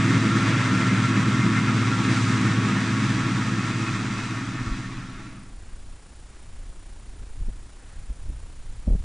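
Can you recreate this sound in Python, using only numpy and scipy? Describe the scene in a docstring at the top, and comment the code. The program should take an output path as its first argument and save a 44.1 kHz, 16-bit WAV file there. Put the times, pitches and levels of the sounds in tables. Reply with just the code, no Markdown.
"""A tractor drones at steady revs as it pulls a slurry tanker over a field. Its diesel engine puffs,
gears whine and metal clatters and hisses. The tanker's pump hums a little higher than the engine,
so the two throb together. The machine draws away and fades into an open field: faint air and reeds,
a camera's own hiss and whine, and wind that bumps the microphone."""
import sys
import numpy as np
from scipy import signal
from scipy.fft import rfft, irfft, next_fast_len
from scipy.io import wavfile
from scipy.ndimage import map_coordinates

SR = 44100
rng = np.random.default_rng(int(sys.argv[2]) if len(sys.argv) > 2 else 0)


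def master_out(mix):
    """Clip the mix to full scale and print it as 16-bit PCM to the path in sys.argv[1]."""
    frames = np.transpose(np.atleast_2d(mix))
    ceiling = np.clip(frames, -1, 1)
    pcm = np.round(ceiling * 32767).astype(np.int16)
    wavfile.write(sys.argv[1], SR, pcm)


N = 398663

# The tone colour of each sound. Each row: frequency in Hz, relative strength there in dB.
AIR_COLOUR = [(20, 9.5), (150, 16.5), (280, 13), (480, 7.5), (1000, 5), (2000, 1), (4000, -0.2),
              (7000, -1.5), (10200, -3.5)]  # field air and microphone hiss
WHIRR_COLOUR = [(100, -1), (280, 11), (480, 3), (1000, 2), (2000, -2.5), (4000, -11), (8500, -10),
                (9100, -8), (9410, 5.5), (9650, -5), (10300, -23)]  # the camera's motor
REED_COLOUR = [(300, -27), (800, -6), (1700, 3.5), (3000, -6), (7000, -21)]
RUMBLE_COLOUR = [(8, -5), (20, -0.5), (45, -6.5), (70, -11), (110, -20), (170, -32), (400, -56),
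                 (1000, -78)]  # wind on the microphone
FLUTTER_COLOUR = [(40, -13), (110, 3.5), (200, 1.5), (330, -10), (580, -19.5), (900, -33), (2000, -73)]  # small swirls of wind
EXHAUST_COLOUR = [(20, -59), (42, -55), (60, -21), (90, -17.5), (120, 3), (155, -4.5), (190, 4), (215, -4),
                  (242, -6), (300, -3.5), (338, -9), (365, -14), (470, -20.5), (560, -32), (900, -66)]
CLATTER_COLOUR = [(300, -12), (560, -5.5), (730, -5), (950, -1.5), (1190, -2), (1450, 1.5), (1740, -1.5),
                  (2150, -0.5), (2700, -4.5), (3000, -10.5), (4000, -41), (8000, -59)]  # the engine block
HISS_COLOUR = [(1500, -4.5), (3000, 2.5), (3300, 1), (4050, 6.5), (4320, -0.5), (4700, 5), (5100, 0.5),
               (5600, 3), (6150, 2), (6550, -0.5), (7200, 0), (8300, -4), (8900, -7.5), (10300, -15.5)]  # the engine's hiss
# Stereo width. Each row: frequency in Hz, left-right difference in dB against the shared sound.
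AIR_WIDTH = [(60, -74), (110, -60), (190, -53), (330, -46), (590, -42), (1050, -38), (1700, -37),
             (3000, -29.5), (5840, -29), (10400, -24)]
MACHINE_WIDTH = [(60, -14), (110, -13), (190, -36.5), (290, -37.5), (600, -12.5), (1200, -20), (2500, -12),
                 (5000, -11.5), (10000, -10.5)]
# The camera's thin whine. Each row: pitch in Hz, level in dB.
CAMERA_TONES = [(7140, -69.5), (7860, -76)]
# Gusts on top of the breeze. Each row: time of the peak in seconds, level in dB.
WIND_GUSTS = [(3.17, -28), (5.87, -37.5), (6.65, -39), (7.22, -39), (7.46, -28.5), (8.0, -37.5), (8.3, -30),
              (8.72, -34.5), (8.94, -25.5)]
# Swirls of air that hit the microphone. Each row: time in seconds, level in dB,
# speed of the pressure swing in Hz, flutter in dB against the swing.
WIND_SWIRLS = [(4.673, -20, 69.4, -24.5), (4.723, -16.5, 36.7, -23), (7.225, -27, 42.17, -15),
               (7.413, -18.5, 33.9, -26), (7.49, -24.5, 32, -13.5), (8.108, -21, 40.5, -26),
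               (8.299, -20, 35, -17), (8.32, -24.5, 45, -26), (8.883, -14, 55, -4), (8.907, -18, 69, -5),
               (8.929, -10.5, 35, -19), (8.953, -22.5, 45, -7), (9.004, -27, 48, -17)]
# The tanker's injector frame knocks on the ground. Each row: start in seconds, strength in dB.
FRAME_JOLTS = [(1.975, -31), (3.371, -31)]
# Parts that ring. Each row: pitch in Hz, width in Hz, relative level in dB.
FRAME_RINGS = [(806, 20, -8), (886, 53, -6), (970, 30, -2)]
PANEL_RINGS = [(650.8, 9.1, -19.5), (980, 12, -20.5), (1025, 21, -27), (1119, 31, -12.5), (1246, 26, -15.5),
               (1320, 22, -19.5), (1354, 23, -11), (1504, 13, -23.5), (1533, 15, -25.5), (1658, 18, -16),
               (1812, 30, -15), (1956, 18, -20.5), (2130, 48, -21.5), (2520, 22, -22.5), (3280, 110, -18),
               (3430, 19, -25), (3640, 47, -20)]  # panels and housings
BOOM_RINGS = [(58.4, 2.2, -29), (78.9, 2, -28), (154, 3.3, -18), (170, 6.3, -21.5), (191.4, 3.7, -13.5),
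              (209.4, 1.5, -11.5), (271, 3, -15.5), (305, 12, -17.5), (326.5, 1.6, -23.5),
              (336.8, 6.2, -19.5), (392, 6.1, -27), (490.2, 5.5, -32.5)]  # silencer and tank
# Gear whines. Each row: pitch in Hz, level in dB against the clatter,
# time in seconds when it faces the microphone, boost then in dB.
GEAR_WHINES = [(1123, -16, 4.7, 4.5), (1251, -13, 4, 1), (1365, -13.5, 1.5, 3), (1808, -16.5, 4.4, 3.5),
               (2086, -22.5, 1.34, 9.5), (2540, -25.5, 4.3, 11.5)]
# The treble swells now and then. Each row: time in seconds, half width in seconds,
# change of the clatter in dB, change of the hiss in dB.
TREBLE_SWELLS = [(.5, 0.31, 1.5, 1.8), (2.2, 0.18, -0.5, 2.8), (2.75, 0.28, 0, 1), (4.3, 1, 1.5, 4)]
# The pump's speed under changing load. Each row: time in seconds, pitch in Hz.
PUMP_PITCH = [(0.0, 129.1), (0.07, 129.3), (0.91, 127.6), (3.07, 127.3), (3.17, 129.4), (3.38, 129.7),
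              (3.5, 127.2), (4.63, 126.7), (5.3, 128.7)]

FIRING_HZ = 110.5  # six cylinders, three firings a turn
EXHAUST_DB, CLATTER_DB, HISS_DB = -20.5, -28.5, -38.5  # base levels at the starting distance
START_M, SPEED_M_PER_S = 27.6, 1.7  # the tractor drives straight away
DIP_HZ, DIP_SINK_OCT_PER_S, DIP_DB, DIP_WIDTH_OCT = 785, 0.11, -4, 0.37  # the band the ground weakens
BREEZE_DB, BREEZE_SWING_DB, BREEZE_PER_S = -41, 3.1, 6.9
FADE_START_S, FADE_END_S, FADE_CURVE = 2.47, 5.572, 0.88
WHIRR_HZ, TOP_HZ = 30, 10450


def amp(db):
    """Turn decibels into a number to multiply by."""
    return np.exp(np.asarray(db) * (np.log(10) / 20))


def unit(x):
    """Scale a sound to an average (rms) level of 1."""
    return x / np.sqrt(np.mean(x ** 2) + 1e-20)


def clock():
    """The time of every sample, in seconds."""
    return np.arange(N) / SR


def along(points, hz):
    """Read between a table's rows, on an octave scale."""
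    row_hz, values = np.transpose(points)
    return np.interp(np.log(hz + 1), np.log(row_hz + 1), values)


def wobble(rate):
    """A smooth curve through `rate` random values a second."""
    knots = rng.standard_normal(int(N * rate / SR) + 4)
    steps = np.arange(len(knots) * 10) / 10
    return np.interp(clock() * rate, steps, map_coordinates(knots, [steps], mode="mirror"))


def bell(at_s, width_s):
    """A smooth swell from 0 to 1 and back."""
    return np.exp(-((clock() - at_s) / width_s) ** 2)


def tone(turns):
    """A pure tone at level 1, from a running count of its cycles."""
    return np.sqrt(2) * np.sin(2 * np.pi * turns)


def filtered(x, response):
    """Turn each frequency up or down by response(hz)."""
    size = next_fast_len(N + SR // 2)
    return irfft(rfft(x, size) * response(np.fft.rfftfreq(size, 1 / SR)), size)[..., :N]


def coloured(x, colour):
    """Give a sound a tone colour, at level 1."""
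    return unit(filtered(x, lambda hz: amp(along(colour, hz))))


def stereo_noise(width):
    """White noise that is nearly alike on the left and right."""
    mid, side = rng.standard_normal((2, N))
    side = filtered(side, lambda hz: amp(along(width, hz)))
    return np.array([mid + side, mid - side])


def ringing(shaking, rings):
    """A shaken part rings in narrow bands around its own pitches."""
    def gain(f):
        peaks = (amp(db) ** 2 / width / (1 + ((f - hz) / width) ** 2) ** 2 for hz, width, db in rings)
        return np.sqrt(sum(peaks))
    level = np.sqrt(sum(amp(db) ** 2 for _, _, db in rings))
    return level * unit(filtered(shaking, gain))


def air():
    """Field air and the microphone make a faint, even hiss."""
    return amp(-53.5) * coloured(stereo_noise(AIR_WIDTH), AIR_COLOUR)


def camera():
    """The camera whines steadily, and its motor whirrs in quick on-off pulses."""
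    whine = sum(amp(db) * tone(hz * clock()) for hz, db in CAMERA_TONES)
    pulses = np.clip(.5 + 2 * np.cos(2 * np.pi * (WHIRR_HZ * clock() + .06)), 0, 1)
    whirr = amp(-58) * unit(pulses * coloured(rng.standard_normal(N), WHIRR_COLOUR))
    return whine + whirr


def reeds(db, swing_db):
    """Dry stalks brush faintly against each other."""
    return amp(db + swing_db * wobble(8)) * coloured(rng.standard_normal(N), REED_COLOUR)


def wind():
    """Breeze and gusts rumble on the microphone; each swirl is one fluttering swing of pressure."""
    breeze = amp(BREEZE_DB + BREEZE_SWING_DB * wobble(BREEZE_PER_S))
    gust_power = sum((amp(db) * bell(s, width_s=0.1)) ** 2 for s, db in WIND_GUSTS)
    out = np.sqrt(breeze ** 2 + gust_power) * coloured(rng.standard_normal(N), RUMBLE_COLOUR)
    flutter = coloured(rng.standard_normal(N), FLUTTER_COLOUR)
    for s, db, hz, flutter_db in WIND_SWIRLS:
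        cycles = (clock() - s) * hz
        near = np.abs(cycles) < 2
        swell = np.exp(-(cycles[near] / 0.57) ** 2)
        swing = np.cos(2 * np.pi * (cycles[near] + rng.random()))
        out[near] += amp(db) * swell * (swing + amp(flutter_db) * swell * flutter[near])
    return out


def over_ground(x):
    """Sound bouncing off the soft field weakens one band, which slides lower as the tractor leaves."""
    hz, seconds, spectrum = signal.stft(x, SR, nperseg=2048)
    octaves = np.log2((hz[:, None] + 1) / DIP_HZ) + DIP_SINK_OCT_PER_S * seconds
    gain = amp(DIP_DB * np.exp(-(octaves / DIP_WIDTH_OCT) ** 2))
    return signal.istft(spectrum * gain, SR, nperseg=2048)[1][:, :N]


def clanks():
    """Each jolt sets the frame ringing for a moment."""
    ring_s, rise_s = .25, .008
    jolts = np.zeros(N)
    for s, db in FRAME_JOLTS:
        age = np.maximum(clock() - s, 0)
        jolts += amp(db - 60 * age / ring_s) * (1 - np.exp(-age / rise_s))
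    return jolts * unit(ringing(rng.standard_normal(N), FRAME_RINGS))


def gears(drift, jitter, swell_db, flicker_db):
    """Gear teeth whine. The pitches drift together with the shaft, but each trembles in its own way."""
    shaft = np.cumsum(1 + drift * wobble(4)) / SR
    out = np.zeros(N)
    for hz, db, facing_s, facing_db in GEAR_WHINES:
        boost_db = facing_db * bell(facing_s, width_s=1.37)
        tremble = amp(swell_db * wobble(2.37) + flicker_db * wobble(26.01))
        whine = tremble * tone(hz * shaft + jitter * wobble(24))
        out += amp(db + boost_db) * unit(whine)
    return out


def exhaust(firing, uneven, scatter, gas_db):
    """Gas rushes through the silencer with one puff a firing; each cylinder has its own strength."""
    starts = np.flatnonzero(np.diff(np.floor(firing)))
    cylinders = 1 + uneven * rng.standard_normal(6)
    puffs = np.zeros(N)
    puffs[starts] = np.resize(cylinders, len(starts)) + scatter * rng.standard_normal(len(starts))
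    gas = stereo_noise(MACHINE_WIDTH) * (1 + 0.33 * np.cos(2 * np.pi * firing))
    return coloured(unit(puffs) + amp(gas_db) * unit(gas), EXHAUST_COLOUR)


def tractor_levels():
    """Exhaust, clatter and hiss in dB: all sink with distance, and the treble swells a few times."""
    away_db = -20 * np.log10(1 + SPEED_M_PER_S * clock() / START_M)
    clatter_db, hiss_db = CLATTER_DB + away_db, HISS_DB + away_db
    for s, width_s, more_clatter_db, more_hiss_db in TREBLE_SWELLS:
        swell = bell(s, width_s)
        clatter_db += more_clatter_db * swell
        hiss_db += more_hiss_db * swell
    return EXHAUST_DB + away_db, clatter_db, hiss_db


def tractor():
    """Engine and pump run at close pitches, so the roar throbs at the difference between them."""
    exhaust_db, clatter_db, hiss_db = tractor_levels()
    pump_hz = np.interp(clock(), *np.transpose(PUMP_PITCH))
    # running counts of engine firings and pump cycles
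    firing = np.cumsum(FIRING_HZ * (1 + 0.0022 * wobble(3.91))) / SR
    pump = np.cumsum(pump_hz * (1 + 0.0025 * wobble(9))) / SR
    throb = np.cos(2 * np.pi * (firing - pump))

    drone = amp(-6 + 0.8 * wobble(6.8)) * tone(firing)
    pump_hum = amp(-8.5 + 1.1 * wobble(4.5)) * tone(pump)
    pump_hum += amp(-9.5 + 0.53 * wobble(10)) * tone(2 * pump)
    puffs = amp(-4.5) * exhaust(firing, uneven=0.28, scatter=0.92, gas_db=3)
    booms = ringing(stereo_noise(MACHINE_WIDTH), BOOM_RINGS)
    roar = drone + pump_hum + (1 + 0.078 * throb) * amp(0.93 * wobble(21)) * (puffs + booms)

    # the metal rattles harder at each firing, and shakes unevenly over the ground
    rattle = 1 + 0.092 * np.cos(2 * np.pi * firing) + 0.028 * np.cos(2 * np.pi * pump) + 0.041 * throb
    rattle *= amp(0.48 * wobble(30))
    whines = (1 + 0.14 * throb) * gears(drift=0.002516, jitter=.15, swell_db=0.3, flicker_db=4.5)
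    panels = ringing(stereo_noise(MACHINE_WIDTH), PANEL_RINGS)
    block = amp(-2.5 + 0.72 * wobble(13)) * coloured(stereo_noise(MACHINE_WIDTH), CLATTER_COLOUR)
    clatter = block + panels + whines
    hiss = amp(0.82 + 0.57 * wobble(12)) * coloured(stereo_noise(MACHINE_WIDTH), HISS_COLOUR)
    return amp(exhaust_db) * roar + rattle * (amp(clatter_db) * clatter + amp(hiss_db) * hiss)


def scene():
    """The working machine fades out while the quiet, windy field fades in."""
    field_share = np.clip((clock() - FADE_START_S) / (FADE_END_S - FADE_START_S), 0, 1)
    machine = over_ground(tractor()) + clanks()
    field = wind() + reeds(db=-67.5, swing_db=3.5) + air() + camera()
    return (1 - field_share) ** FADE_CURVE * machine + field_share * field


def record(dry):
    """Cut away the highest treble, above TOP_HZ."""
    return filtered(dry, lambda hz: hz < TOP_HZ)


dry = scene()
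out = record(dry)
master_out(out)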